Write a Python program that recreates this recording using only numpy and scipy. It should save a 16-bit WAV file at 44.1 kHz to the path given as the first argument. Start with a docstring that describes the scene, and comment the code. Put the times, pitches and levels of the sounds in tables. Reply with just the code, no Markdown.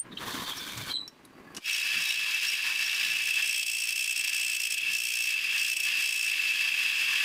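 """Hole saw and sanding drum

Close up at a drill press in a small shop. A hole saw squeaks, grinds through a steel blank and
squeals by stick-slip as it lifts; the press idles for a moment. Then a sanding drum grinds a blade's
edge: the steel sings under the grit and chatters as the drum's high spot strikes it once a turn."""
import sys
import numpy as np
from scipy import signal
from scipy.fft import rfft, irfft
from scipy.io import wavfile
from scipy.ndimage import uniform_filter1d

SR = 44100
rng = np.random.default_rng(int(sys.argv[2]) if len(sys.argv) > 2 else 0)


def file_out(sig):
    """Save sig as 16-bit WAV at sys.argv[1]."""
    # one column per channel
    cols = np.atleast_2d(sig).T
    # limit, then scale
    lim = np.clip(cols, -1, 1)
    pcm = np.round(lim * 32767).astype(np.int16)
    wavfile.write(sys.argv[1], SR, pcm)


N = 319284
T = np.arange(N) / SR

# Levels in the tables are relative; each layer sets its own gain.
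# the saw's stick-slip in its groove:
# start/s, release/s, level at release/dB, swell/(dB/s), decay/(dB/s), f/Hz, sharp at first by/Hz
ENTRY_SQUEAK = (0, .012, -31, 0, 1200, 8785, 15)
LIFT_SQUEAL = (.944, .962, -30.5, 40, 175, 3975, 30)

# tone of the steady motor wash and of the press running free: f/Hz, level/dB
MOTOR_COLOUR = [(25, -3.5), (80, -11), (150, -4), (280, -4), (550, -4.5), (1100, -3), (3000, -7),
                (15000, -26.5)]
IDLE_COLOUR = [(25, -23), (100, -10.5), (280, 0), (520, -11), (1100, -16), (2600, -20), (3500, -39),
               (12300, -38.5), (15500, -38)]
# resonances of the idling press: f/Hz, width/Hz, level/dB
IDLE_MODES = [(1110, 93, -8.5), (1640, 60, -14), (2010, 51, -16), (4640, 150, -21)]
# the idle's rise between the jobs: t/s, level/dB
IDLE_ENVELOPE = [(.94, -58.5), (1.02, -55.5), (1.1, -63), (1.32, -57.5), (1.39, -53.5), (1.44, -55.5),
                 (1.58, -48.5)]

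# the teeth bite into the blank: start/s, end/s, grind/dB, rumble/dB
BITES = [(.06, .2, -54.5, -50), (.22, .31, -39.5, -43.5), (.35, .435, -40.5, -41), (.47, .53, -42, -53),
         (.57, .71, -49.5, -49), (.74, .85, -49, -49), (.875, .905, -43, -46.5)]
# tone of the table's rumble, the blank's grind and the flying chips: f/Hz, level/dB
RUMBLE_COLOUR = [(20, -16), (70, -5.5), (140, -0.5), (290, 4.5), (450, -5), (700, -9.5), (1500, -61)]
GRIND_COLOUR = [(350, -11.5), (650, -13), (1250, -4.5), (2600, -10), (6000, -33)]
CHIP_COLOUR = [(1500, -16), (2800, -12), (3150, -1.5), (3750, -2), (4700, -6), (6500, -10), (11000, -12.5),
               (15500, -13.5)]
# resonances of the blank on its board, the saw's cup and the nearly freed disc: f/Hz, width/Hz, level/dB
BLANK_MODES = [(1050, 180, 1.5), (1700, 250, -3)]
CUP_MODES = [(3180, 110, -49), (3570, 150, -47.5), (4450, 170, -52), (6060, 96, -57)]
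DISC_MODES = [(1530, 79, -52), (2310, 140, -48.5)]

# an edge snags; the work shifts on the table: t/s, level/dB, f/Hz, width/Hz, half length/s
EDGE_SNAGS = [(.128, -46.5, 3720, 450, 0.0079), (.175, -30.5, 3100, 400, .002),
              (.183, -40.5, 3800, 300, .005), (.493, -37.5, 3540, 180, 0.017), (.523, -35, 3300, 300, .008),
              (.585, -40.5, 5530, 500, 0.0088), (.625, -42, 3500, 150, .017),
              (.917, -37, 3220, 120, 0.0068), (.917, -33.5, 4080, 330, 0.0097),
              (.97, -44, 3230, 180, .0096), (1.254, -52, 10200, 2600, .003), (1.5, -57, 1700, 80, 0.032),
              (1.745, -34, 5430, 220, 0.006), (2.092, -34, 5480, 220, 0.008), (2.1, -37.5, 3790, 170, .022),
              (2.29, -51, 1110, 400, .025), (2.488, -29.5, 5490, 220, .006), (2.69, -50, 1120, 400, .035),
              (2.865, -32, 5520, 220, 0.004), (7.12, -49, 1150, 200, .035)]
TABLE_BUMPS = [(.13, -44, 250, 160, 0.018), (.79, -42.5, 131, 80, .035), (1.98, -53.5, 199, 160, 0.032),
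               (3.11, -62, 180, 150, 0.037), (4.87, -62.5, 179, 161, 0.067)]
# steel touches steel: t/s, level/dB, f/Hz, t60/s, crack/dB
STEEL_TAPS = [(.687, -30, 3130, 0.018, -5), (.776, -32.5, 7600, .012, 5), (1.078, -32, 5510, 0.028, -14),
              (1.078, -42, 13250, 0.0088, 1), (1.251, -46, 3880, .02, -6), (1.548, -44, 3970, 0.019, 12.5),
              (1.566, -32.5, 5790, 0.037, 5.5), (1.572, -32.5, 2900, 0.026, -3)]
# tone of a tap's crack: f/Hz, level/dB
CRACK_COLOUR = [(150, -23), (1500, -1), (3500, 0.5), (5500, 4.5), (10500, -5.5), (15000, -16)]

# the hand leans the blade on the drum: t/s, level/dB
HAND_LEAN = [(1.6, -69), (1.68, -47), (3.45, -46), (3.66, -53.5), (4.1, -52.5), (5.79, -51), (6.22, -48.5),
             (6.36, -44.5), (7.24, -43)]
# extra pushes on top: t/s, half length/s, level/dB
HAND_PUSHES = [(1.686, 0.027, -46.5), (1.948, 0.15, -44.5), (2.298, 0.093, -46.5), (2.448, 0.029, -43),
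               (2.685, 0.16, -47), (2.816, 0.025, -42.5), (3.024, 0.13, -45), (3.395, 0.023, -48),
               (3.902, 0.088, -55.5), (4.304, 0.29, -51), (4.886, 0.097, -47.5), (5.32, 0.15, -49),
               (5.55, 0.15, -45.5), (5.884, 0.047, -45.5), (5.974, 0.088, -44.5), (7.16, 0.067, -47.5)]
# spells of chatter on the high spot: start/s, end/s, knock/dB, chirp/dB
CHATTER_SPELLS = [(1.73, 1.77, -37.5, -57), (2.04, 2.11, -38.5, -56), (2.46, 2.52, -40.5, -51),
                  (2.8, 3.15, -42.5, -58), (3.26, 3.33, -38, -50), (3.48, 4.73, -36, -40.5),
                  (4.96, 5.27, -35.5, -44), (5.6, 5.83, -36, -45.5), (6.03, 6.27, -36.5, -45.5)]
# tone of the grit's rub, the table's groan, the high spot's knock, the blade's song: f/Hz, level/dB
RUB_COLOUR = [(30, -26), (120, -19.5), (230, -16), (450, -19), (750, -22), (1400, -10.5), (2000, 0),
              (3000, 5), (4200, -2), (9000, -9), (15500, -14.5)]
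GROAN_COLOUR = [(500, -37), (900, -9), (1400, -15), (2500, -54)]
KNOCK_COLOUR = [(300, -56), (1200, -33), (2200, -31), (5000, 1), (7000, -3.5), (12500, -9), (15500, -9.5)]
SING_COLOUR = [(1000, -75), (2000, -57), (2700, -23), (5500, -33), (15000, -45)]
# resonances of those four layers and of the blade's finger ring: f/Hz, width/Hz, level/dB
RUB_MODES = [(1680, 105, -0.5), (2323, 130, 10), (3360, 63, 6), (3950, 96, -9), (4690, 76, 6),
             (5040, 250, 4.5)]
GROAN_MODES = [(1143, 110, -2.5), (1736, 152, 11.5)]
KNOCK_MODES = [(3090, 240, 2), (5450, 260, 6.5), (6370, 110, -6), (8250, 430, -0.5), (8700, 100, -2)]
SING_MODES = [(2641.5, 94.5, 3), (3274, 68, -8), (5110, 170, -28.5)]
FINGER_RING_MODES = [(2880, 230, -5), (3830, 120, -9.5), (5490, 150, -10)]
# overtones of the blade's stick-slip: harmonic number, level/dB
CHIRP_OVERTONES = [(2, -4), (3, 1), (4, -11)]
# the drum catches the blade hard: t/s, force/dB
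HARD_CATCHES = [(2.347, -18), (3.113, -23), (3.167, -22.5), (3.309, -20), (3.426, -17), (4.01, -28),
                (4.298, -20), (4.674, -20.5), (4.783, -19.5), (4.936, -17.5)]
# the blade lands after bouncing clear for a turn: t/s
LANDINGS = [3.342, 3.665, 3.961, 4.162, 4.246, 4.279, 4.331, 4.602, 4.707, 4.78, 4.816, 5.768, 5.803, 5.836]


def amp(db):
    """Decibels to gain."""
    return np.exp(np.asarray(db) * np.log(10) / 20)


def unit(x):
    """Scales to rms 1."""
    return x / np.sqrt(np.mean(x ** 2) + 1e-20)


def held(start, end, rise, fall):
    """Envelope: a smooth attack up to start, a hold, a smooth release after end."""
    outside = np.maximum((start - T) / rise, (T - end) / fall)
    return np.exp(-np.clip(outside, 0, 6) ** 2)


def fader(rows, fade=0.014):
    """Rides the gain along (t/s, level/dB) points, fading out beyond them."""
    times, db = np.transpose(rows)
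    return amp(np.interp(T, times, db)) * held(times[0], times[-1], fade, fade)


def spells(rows, rise, fall):
    """Two envelopes from rows of (start/s, end/s, level/dB, level/dB); overlaps add in power."""
    return [np.sqrt(sum((amp(row[column]) * held(row[0], row[1], rise, fall)) ** 2 for row in rows))
            for column in (2, 3)]


def wander(hz):
    """Smooth random modulation of rms 1, rolling off above hz."""
    rolloff = 1 + (np.fft.rfftfreq(N, 1 / SR) / hz) ** 4
    return unit(irfft(rfft(rng.standard_normal(N)) / rolloff, N))


def steadied(x, size=5000):
    """Keeps the fast grain of x but holds its slow level at 1."""
    power = uniform_filter1d(uniform_filter1d(x ** 2, size), size // 2)
    return x / np.sqrt(abs(power) + 1e-12)


def body(x, colour, modes=(), size=4096):
    """Plays x through a broad tone curve with resonances standing on it; comes out at rms 1."""
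    hz = abs(np.fft.fftfreq(size, 1 / SR))
    points, db = np.transpose(colour)
    power = amp(np.interp(np.log(hz + 1), np.log(points), db)) ** 2
    for centre, width, mode_db in modes:
        detune = (hz ** 2 - centre ** 2) / (width * (hz + 1))
        power = power + amp(mode_db) ** 2 / (1 + detune ** 2) / (1 + (detune / 8) ** 2)
    log_gain = np.log(power + 1e-10) / 2
    response = np.fft.ifft(np.exp(np.conj(signal.hilbert(log_gain)))).real  # minimum phase: no pre-ring
    return unit(signal.oaconvolve(x, response[:size // 2])[:N])


def grit(spread_db):
    """A dense stream of tiny scratches of uneven size."""
    return unit(rng.standard_normal(N) * amp(spread_db * wander(2350)))


def ringing(drive, modes, flicker_db, flicker_hz):
    """Friction excites each mode on its own, so they take turns in standing out."""
    out = np.zeros(N)
    for hz, width, db in modes:
        mode = signal.lfilter(*signal.iirpeak(hz, hz / width, SR), drive * rng.standard_normal(N))
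        out += amp(db) * steadied(mode * amp(flicker_db * wander(flicker_hz)), size=8000)
    return out


def saw_squeal(row, rough, flutter_hz, overtone_db, catch_s=0.0093, settle_s=0.024):
    """The saw's cup rings by stick-slip: rough while gripped hard, thin and pure as it comes free."""
    start, release, db, swell, decay, hz, sharp_hz = row
    gain = amp(db - swell * np.maximum(release - T, 0) - decay * np.maximum(T - release, 0))
    gain *= held(start, T[-1], catch_s, catch_s)
    pitch = hz + sharp_hz * np.exp(-np.maximum(T - start, 0) / settle_s)
    shake = rough * (gain / gain.max()) ** .4
    phase = 2 * np.pi * np.cumsum(pitch) / SR + .75 * shake * wander(flutter_hz)
    grip = steadied(1 + shake * wander(flutter_hz), size=1800)
    overtone = amp(overtone_db) * shake * np.sin(2 * phase + shake * wander(2 * flutter_hz))
    return np.sqrt(2) * gain * grip * (np.sin(phase) + overtone)


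def drill_press():
    """Motor and belt: up front between the jobs, a low wash under the work."""
    idle = steadied(body(grit(2.8) * amp(2.2 * wander(67)), IDLE_COLOUR, IDLE_MODES))
    wash = body(grit(0.68), MOTOR_COLOUR)
    return idle * fader(IDLE_ENVELOPE) * amp(2.5) + wash * amp(-62.5)


def hole_saw(start_s=0.3, disc_loose_s=0.65, end_s=0.912, rise_s=0.11, fall_s=0.025):
    """Teeth catch unevenly: the table rumbles, the blank grinds, chips hiss, cup and disc ring."""
    bite = amp(1.93 * wander(22))
    teeth = amp(1.6 * wander(200))
    cutting = held(start_s, end_s, rise_s, fall_s)
    loose = cutting * held(disc_loose_s, end_s, rise_s, fall_s)
    biting, shaking = spells(BITES, rise=0.022, fall=0.017)
    grinding = np.maximum(biting, cutting * amp(-48.5))  # steady feed under the bites
    flying = cutting * (grinding / amp(-41)) ** 0.31  # a little more spray in the hard bites
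    rumble = steadied(body(bite * grit(0.99), RUMBLE_COLOUR)) * shaking * amp(-2.0)
    grind = steadied(body(bite * teeth * grit(0.98), GRIND_COLOUR, BLANK_MODES)) * grinding * amp(0.5)
    chips = steadied(body(bite * teeth * grit(1.6), CHIP_COLOUR)) * flying * amp(-41)
    cup = ringing(teeth, CUP_MODES, flicker_db=4, flicker_hz=22) * flying
    disc = ringing(teeth, DISC_MODES, flicker_db=3, flicker_hz=22) * loose
    return rumble + grind + chips + cup + disc


def friction_swells(rows):
    """Snags and bumps: short swells of friction, each ringing one resonance."""
    out = np.zeros(N)
    for s, db, hz, width, half in rows:
        near = abs(T - s) < 4 * half
        band = signal.butter(2, [max(hz - width / 2, 20), hz + width / 2], "bandpass", fs=SR, output="sos")
        ring = signal.sosfilt(band, rng.standard_normal(SR))[-near.sum():]
        shape = np.exp(-.5 * ((T[near] - s) / half) ** 2)
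        out[near] += amp(db) * unit(ring * shape) * np.sqrt(np.mean(shape ** 2))
    return out


def shop_reflections(x, t60=0.1, wet_db=-13, size=12000):
    """Adds a tight, diffuse room: bounces off the table, the column and the walls."""
    age = np.arange(size) / SR
    tail = rng.standard_normal(size) * (age > .004) * amp(-60 * age / t60)
    return x + amp(wet_db) * signal.oaconvolve(x, tail / np.linalg.norm(tail))[:N]


def steel_taps():
    """Each touch of steel on steel is a short crack and one ringing mode."""
    out = np.zeros(N)
    noise = body(rng.standard_normal(N), CRACK_COLOUR)
    for s, db, hz, t60, crack_db in STEEL_TAPS:
        age = np.maximum(T - s, 0)
        attack = 1 - np.exp(-age / 0.00013)
        ring = amp(-60 * age / t60) * np.sin(2 * np.pi * hz * age)
        crack = 0.43 * amp(crack_db) * noise * np.exp(-age / 0.0064)
        out += amp(db) * attack * (ring + crack)
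    return out


def hand_pressure():
    """The hand's weight on the blade as a gain: a slow lean with pushes on top."""
    push_power = sum((amp(db) * held(s, s, half, half)) ** 2 for s, half, db in HAND_PUSHES)
    return np.sqrt(fader(HAND_LEAN) ** 2 + push_power)


def sanding_drum(start_s=1.66, leave_ring_s=3.16):
    """Grit rubs the blade's edge and the high spot hammers it; both make the steel sing."""
    on_drum = held(start_s, T[-1], 0.018, 0.018)
    in_ring = held(0, leave_ring_s, 0.055, 0.055)  # the drum works inside the finger ring
    blows, touching = high_spot()
    pressure = unit(amp(1.2 * wander(82) + 1.36 * wander(8.3))) * touching
    rubbing = hand_pressure()
    chatter, chirping = spells(CHATTER_SPELLS, rise=0.058, fall=0.069)
    knocking = on_drum * np.hypot(chatter, amp(-50))  # a light knock stays between spells
    rub = steadied(body(pressure * grit(2.1), RUB_COLOUR, RUB_MODES)) * rubbing * amp(9.5)
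    groan = steadied(body(pressure * grit(4.8), GROAN_COLOUR, GROAN_MODES))
    groan *= rubbing ** 2 * amp(44.0 + 1.95 * wander(20))  # the table answers only to firm pressure
    scraping = blows + 0.53 * touching  # grit still scrapes between blows
    knock_modes = KNOCK_MODES + [(14140, 110, -2)]  # a thin ring on top
    knock = steadied(body(scraping * grit(3.1), KNOCK_COLOUR, knock_modes)) * knocking * amp(-0.5)
    chirps = edge_chirps(blows) * chirping
    finger_ring = ringing(scraping, FINGER_RING_MODES, flicker_db=4.5, flicker_hz=30)
    finger_ring *= (knocking + rubbing) * in_ring
    blow_share = knocking ** 2 / (knocking ** 2 + (3.0 * rubbing) ** 2 + 1e-18)
    contact = np.sqrt(blow_share * (blows + 0.48 * touching) ** 2 + (1 - blow_share) * pressure ** 2)
    # the song grows with pressure and is damped while the drum is in the ring
    singing = on_drum * amp(-29 - 3 * in_ring) * (rubbing / amp(-44.5)) ** 0.43
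    return rub + groan + knock + chirps + finger_ring + blade_song(contact) * singing


def spindle_turns(turns_per_s=58.4):
    """Turns made so far: near steady speed, with a whole number of turns between landings."""
    times = np.concatenate([[0], LANDINGS, [T[-1]]])
    whole_turns = np.round(np.diff(times, prepend=0) * turns_per_s)
    return np.interp(T, times, np.cumsum(whole_turns))


def high_spot(jitter_s=0.00037, spread_db=0.5):
    """One brief blow a turn; after bouncing clear for a turn, the blade lands with a longer one."""
    turns = spindle_turns()
    turn = np.round(turns).astype(int)
    late, force, stretch = rng.standard_normal((turn[-1] + 1, 3)).T
    landing = np.isin(np.arange(len(late)), np.round(np.interp(LANDINGS, T, turns)))
    skipped = np.roll(landing, -1)
    strength = amp(spread_db * force - 20 * skipped)
    offset_s = (turns - turn) / 58.4 - jitter_s * late[turn]  # 58.4 turns a second
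    span_s = np.where(offset_s < 0, .002, .0023)  # attack, release
    span_s *= np.exp(.18 * stretch[turn] + .45 * landing[turn] * (offset_s > 0))
    blows = strength[turn] * np.exp(-.5 * abs(offset_s / span_s) ** 1.5)
    touching = 1 - .3 * uniform_filter1d(skipped[turn].astype(float), size=200)  # a bounce eases the rub
    return unit(blows), touching


def blade_song(contact):
    """Grit drives the blade, ruled by one mode; the drum damps its widest swings."""
    swing = steadied(body(contact * grit(3.2), SING_COLOUR, SING_MODES), size=3000)
    envelope = abs(signal.hilbert(swing))
    return swing / (1 + (envelope / 2.6) ** 4) ** .25


def edge_chirps(blows, slip_hz=2688):
    """The edge sticks and slips at the height of a blow; each overtone flickers on its own."""
    pitch = slip_hz * (1 + .007 * wander(59.3))
    phase = 2 * np.pi * np.cumsum(pitch) / SR + 0.35 * wander(290)
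    overtones = sum(amp(db + 3 * wander(35)) * np.sin(round(k) * phase) for k, db in CHIRP_OVERTONES)
    return steadied(blows * overtones)


def hard_catches(half_s=0.0041, crack_db=-15.5):
    """A hard catch on the drum cracks and sets the blade's main mode ringing."""
    contact = sum(amp(db) * held(s, s, half_s, half_s) for s, db in HARD_CATCHES)
    hz, width, _ = SING_MODES[0]
    pole = np.exp(-np.pi * width / SR)
    ring = signal.lfilter([1 - pole], [1, -pole], contact) * np.sin(2 * np.pi * hz * T)
    crack = contact * body(rng.standard_normal(N), KNOCK_COLOUR, KNOCK_MODES)
    return ring + amp(crack_db) * crack


def scene():
    """The cut, the pause and the sanding, mixed in mono."""
    squeak = saw_squeal(ENTRY_SQUEAK, rough=0.63, flutter_hz=178, overtone_db=-60)
    lift = saw_squeal(LIFT_SQUEAL, rough=0.8, flutter_hz=140, overtone_db=-18.5)
    lift *= amp(-12 * (1 - held(0, 1.066, .014, .014)))  # the ring drops as the saw clears the groove
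    steel = steel_taps() + friction_swells(EDGE_SNAGS) + sanding_drum() + hard_catches()
    machine = hole_saw() + squeak + lift + drill_press() + friction_swells(TABLE_BUMPS)
    return (machine + shop_reflections(steel))[None]


def record(dry):
    """A steep high cut at 15.6 kHz takes off the very top."""
    high_cut = signal.firwin(511, 15600, window=("kaiser", 9), fs=SR)
    return signal.oaconvolve(dry, high_cut[None], "same")


dry = scene()
out = record(dry)
file_out(out)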